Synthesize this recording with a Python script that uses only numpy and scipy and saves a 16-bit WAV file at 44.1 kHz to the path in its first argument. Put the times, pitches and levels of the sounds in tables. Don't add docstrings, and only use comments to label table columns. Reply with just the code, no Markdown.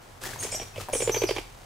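import sys
import numpy as np
from scipy import signal
from scipy.fft import rfft, irfft
from scipy.io import wavfile

SR = 44100
rng = np.random.default_rng(int(sys.argv[2]) if len(sys.argv) > 2 else 0)


def bounce(signal):
    frames = np.transpose(np.atleast_2d(signal))
    limited = np.clip(frames, -1, 1)
    pcm = np.round(limited * 32767).astype(np.int16)
    wavfile.write(sys.argv[1], SR, pcm)


N = 72765


def amp(db):
    return 10 ** (np.asarray(db) / 20)


def unit(x):
    return x / np.sqrt(np.mean(x ** 2) + 1e-20)


def read(points, hz):
    table_hz, value = np.transpose(points)
    return np.interp(np.log(hz + 1), np.log(table_hz + 1), value)


def level(points):
    return amp(np.interp(np.arange(N) / SR, *np.transpose(points)))


def colour(x, points):
    gain = amp(read(points, np.fft.rfftfreq(N, 1 / SR)))
    return unit(irfft(rfft(x) * gain, N))


def noise(points, apart):
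    mid, side = rng.standard_normal((2, N))
    return colour(np.array([mid + apart * side, mid - apart * side]), points)


def wander(seconds):
    hz = np.fft.rfftfreq(N, 1 / SR)
    smoothing = np.exp(-(2 * hz * seconds) ** 2)
    return unit(irfft(rfft(rng.standard_normal(N)) * smoothing, N))


def pan(db):
    return amp(np.array([[.5], [-.5]]) * db)


def since(s):
    return np.maximum(np.arange(N) / SR - s, 0)


def burst(s, rise, fall):
    t = since(s)
    return np.minimum(t / rise, 1) * np.exp(-np.maximum(t - rise, 0) / fall)


# frequency in Hz, time to die by 60 dB in seconds.
WOOD_DECAY = [(300, 0.14), (2500, 0.44), (9000, .34)]


def wood(x):
    hz, t, bands = signal.stft(rng.standard_normal((2, SR // 2)), SR, nperseg=256)
    decay = amp(-60 * t / read(WOOD_DECAY, hz)[:, None])
    tail = signal.istft(bands * decay, SR, nperseg=256)[1]
    tail = tail + 0.13 * tail[::-1]
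    tail = np.pad(tail, ((0, 0), (SR // 200, 0)))
    return signal.fftconvolve(x, tail / np.linalg.norm(tail[0]), axes=1)[:, :N]


def thicket(x):
    taps = rng.standard_normal((2, N)) * burst(0.00044, rise=0.003, fall=0.0062)
    return signal.fftconvolve(x, taps / np.linalg.norm(taps[0]), axes=1)[:, :N]


# frequency in Hz, strength in dB.
AIR_COLOUR = [(100, 1.5), (850, 9), (2500, -3), (7000, -15), (15000, -37)]
AIR_DB = -51.5


def still_air():
    return amp(AIR_DB) * noise(AIR_COLOUR, apart=0.94)


# time in seconds, level in dB.
RUMBLE_LEVEL = [(.19, -53.5), (.29, -44), (.72, -49), (.795, -41.5), (.87, -51), (1, -44), (1.45, -53)]
# frequency in Hz, strength in dB.
RUMBLE_COLOUR = [(12, -16), (32, -3.5), (65, -13.5), (103, 1.5), (135, -6.5), (400, -37.5)]


def rumble():
    return level(RUMBLE_LEVEL) * noise(RUMBLE_COLOUR, apart=0.2)


# time in seconds, level in dB.
RUSTLE_LEVEL = [(.205, -58), (.215, -42), (.245, -40.5), (.32, -40.5), (.39, -46.5), (.455, -38),
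                (.5, -46.5), (.62, -44), (.75, -56.5), (.815, -40), (.89, -57), (.96, -42), (1.39, -48.5),
                (1.46, -56.5)]
# frequency in Hz, strength in dB.
LEAF_COLOUR = [(100, -5), (350, 9.5), (1900, 0), (8000, -1.5), (15000, -13.5)]
GRAINS_PER_S, GRAIN_SPREAD_DB = 7000, 2.8
CLUMP_DB, CLUMP_S = 2, .007


def rustle():
    grains = rng.standard_normal(N) * (rng.random(N) < GRAINS_PER_S / SR)
    grains = grains * amp(GRAIN_SPREAD_DB * np.minimum(rng.exponential(1, N), 4))
    place = 0.4 * rng.standard_normal(N)
    spray = colour(grains * np.array([1 + place, 1 - place]), LEAF_COLOUR)
    clumps = amp(CLUMP_DB * wander(CLUMP_S))
    return level(RUSTLE_LEVEL) * clumps * spray


# start in seconds, level in dB.
TWIG_SNAPS = [(0.237, -29.5), (.254, -32.5), (0.261, -35.5), (.427, -33)]
# frequency in Hz, strength in dB.
SNAP_COLOUR = [(200, -31), (1800, 12), (2800, -6), (15000, -3.5)]
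# start in seconds, level in dB, pitch in Hz.
STEM_KNOCKS = [(.238, -26, 1700), (.292, -31, 1890), (.334, -29.5, 1660), (.36, -27, 930),
               (.801, -29.5, 1280), (0.886, -23.5, 940), (.891, -24, 730), (.899, -25.5, 655)]
KNOCK_T60_S, KNOCK_CRACK_DB = 0.014, -13.5


def snaps_and_knocks():
    cracks, ring = np.zeros((2, N))
    for s, db in TWIG_SNAPS:
        cracks += amp(db) * burst(s, rise=0.00021, fall=0.005)
    for s, db, hz in STEM_KNOCKS:
        t = since(s)
        ring += amp(db - 60 * t / KNOCK_T60_S) * np.sin(2 * np.pi * hz * t)
        cracks += amp(db + KNOCK_CRACK_DB) * burst(s, rise=0.00075, fall=0.0019)
    return ring + cracks * noise(SNAP_COLOUR, apart=0.33)


LEAF_WET_DB, LEAF_PAN_DB = -5, 2


def undergrowth():
    direct = rustle() + snaps_and_knocks()
    return pan(LEAF_PAN_DB) * (direct + amp(LEAF_WET_DB) * wood(direct))


# start in seconds,
# length in seconds, start pitch in Hz, end pitch in Hz, # level in dB before the fade and the mix, rasp (rms
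# size of the pitch shake) in Hz.
ALARM_NOTES = [(0.387, 0.021, 6350, 6500, -33.5, 156), (0.401, 0.05, 9450, 9600, -35.5, 100),
               (0.395, 0.05, 8600, 7950, -36.5, 172), (0.423, 0.024, 7600, 5300, -31, 570),
               (0.512, .03, 5240, 5525, -35.5, 260), (.515, 0.0085, 6900, 7050, -27.5, 139),
               (.516, 0.049, 8700, 6200, -33, 897.4), (.544, 0.025, 5690, 5640, -30, 80.2),
               (0.568, .05, 5640, 5560, -56.5, 150), (.736, 0.09, 2520, 2560, -50, 35),
               (.927, 0.049, 10000, 9550, -30.5, 130), (.928, 0.12, 8500, 8200, -32, 593),
               (0.923, .12, 6450, 5300, -36, 461), (1.018, 0.051, 6960, 7090, -31.5, 70),
               (1.115, 0.062, 5920, 6120, -28.5, 135), (1.169, 0.027, 4560, 4580, -38.5, 65.6),
               (1.173, 0.049, 5900, 5780, -34, 150), (1.269, 0.042, 5000, 4480, -34, 199),
               (1.237, 0.086, 5900, 5450, -40.5, 108)]
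NOTE_RISE_S, NOTE_FALL_S, NOTE_FADE_DB = .005, .008, -4.5
NOTE_ARCH_HZ, RASP_PER_S = 89.1, 400
OVERTONE_DB, OVERTONE_TOP_HZ = -14, 13170
NOTE_DRY_DB, NOTE_WET_DB, NOTE_PAN_DB = -3, -3.5, -1


def alarm():
    voice = np.zeros(N)
    for s, length, start_hz, end_hz, db, rasp_hz in ALARM_NOTES:
        t = since(s)
        along = np.minimum(t / length, 1)
        glide = start_hz + (end_hz - start_hz) * along
        arch = glide + NOTE_ARCH_HZ * np.sin(np.pi * along)
        shake = rasp_hz * wander(.5 / RASP_PER_S)
        phase = 2 * np.pi * np.cumsum(arch + shake) / SR
        rise = np.minimum(t / NOTE_RISE_S, 1)
        fall = np.clip((length - t) / NOTE_FALL_S + .5, 0, 1)
        overtone = amp(OVERTONE_DB) * (2 * arch < OVERTONE_TOP_HZ) * np.sin(2 * phase)
        whistle = np.sqrt(2) * (np.sin(phase) + overtone)
        voice += amp(db + NOTE_FADE_DB * along) * rise * fall * whistle
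    both = np.array([voice, voice])
    near = amp(NOTE_DRY_DB) * (both + .5 * thicket(both))
    return pan(NOTE_PAN_DB) * (near + amp(NOTE_WET_DB) * wood(both))


# start in seconds, first thump level in dB, its pitch in Hz,
# second thump level in dB, its pitch in Hz, feather swish level in dB.
WINGBEATS = [(0.446, -33.5, 481, -46, 644, -40), (.524, -35, 580, -31.5, 683, -37.5),
             (.597, -34, 690, -39, 524, -39), (0.76, -36.5, 623, -29, 537, -41),
             (.932, -19.5, 550, -20.5, 525, -32), (1.002, -25.5, 472, -22, 500, -30.5),
             (1.074, -20.5, 510, -17.5, 411.5, -31.5), (1.1442, -23, 457, -20, 442, -28.5),
             (1.217, -21.5, 471, -16, 381, -29.5), (1.289, -22, 612, -20, 411, -29),
             (1.363, -29, 368, -27, 366, -30.5)]
# frequency in Hz, strength in dB.
FEATHER_COLOUR = [(300, -2), (900, 6.5), (1400, -4.5), (2000, -2.5), (2350, 11), (2700, 0), (3150, 6),
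                  (3900, -8), (7000, -11), (15000, -28)]
# frequency in Hz, strength in dB.
PUFF_COLOUR = [(200, -33), (350, 6), (550, 1.5), (1400, -30)]
# pitch in Hz, level against the swish level in dB,
# time to die by 60 dB in seconds.
BASS_THROB = [(39.15, -12, 0.81), (112.9, -10.5, 0.5)]
STROKE_GAP_S, PEAK_S, SECOND_PEAK_S = .0185, .0045, .0062
THUMP_SHAPE, SAG_PER_S = 3.2, 20
SWISH_LEAD_S, SWISH_RISE_S, SWISH_FALL_S = .0012, 0.0027, 0.0093
SECOND_SWISH_DB, PUFF_DB = -3.5, -8.5
FEATHER_GRAIN_DB, FEATHER_GRAIN_S = 3, .0007
WING_ECHO_DB, WING_WET_DB = -14, -10.5
WING_PAN_DB_PER_S, WING_CENTRE_S = -5.5, 0.8


def wings():
    thump, swish, puff, throb = np.zeros((4, N))
    for s, first_db, first_hz, second_db, second_hz, swish_db in WINGBEATS:
        strokes = (
            (s, first_db, first_hz, PEAK_S, swish_db),
            (s + STROKE_GAP_S, second_db, second_hz, SECOND_PEAK_S, swish_db + SECOND_SWISH_DB),
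        )
        for at, db, hz, peak, feather_db in strokes:
            t = since(at)
            push = amp(db) * (t / peak * np.exp(1 - t / peak)) ** THUMP_SHAPE
            pitch = (t > 0) * hz * np.exp(-SAG_PER_S * (t - peak))
            thump += push * np.sin(2 * np.pi * np.cumsum(pitch) / SR)
            puff += amp(db) * burst(at, rise=0.0045, fall=0.0064)
            swish += amp(feather_db) * burst(at - SWISH_LEAD_S, SWISH_RISE_S, SWISH_FALL_S)
        t = since(s)
        for hz, db, t60 in BASS_THROB:
            throb += amp(swish_db + db - 60 * t / t60) * np.sin(2 * np.pi * hz * t)
    slaps = unit(amp(FEATHER_GRAIN_DB * wander(FEATHER_GRAIN_S)))
    air_puffs = amp(PUFF_DB) * puff * noise(PUFF_COLOUR, apart=0.035)
    feathers = np.sqrt(2) * swish * slaps * noise(FEATHER_COLOUR, apart=0.32)
    direct = thump + air_puffs + feathers
    around = amp(WING_ECHO_DB) * thicket(direct) + amp(WING_WET_DB) * wood(direct)
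    side_db = WING_PAN_DB_PER_S * (since(0) - WING_CENTRE_S)
    return pan(side_db) * (direct + around) + throb


def scene():
    return wings() + alarm() + undergrowth() + still_air() + rumble()


def record(dry):
    lowpass = signal.firwin(511, 15750, window=("kaiser", 9), fs=SR)
    return signal.oaconvolve(dry, lowpass[None], "same")


dry = scene()
out = record(dry)
bounce(out)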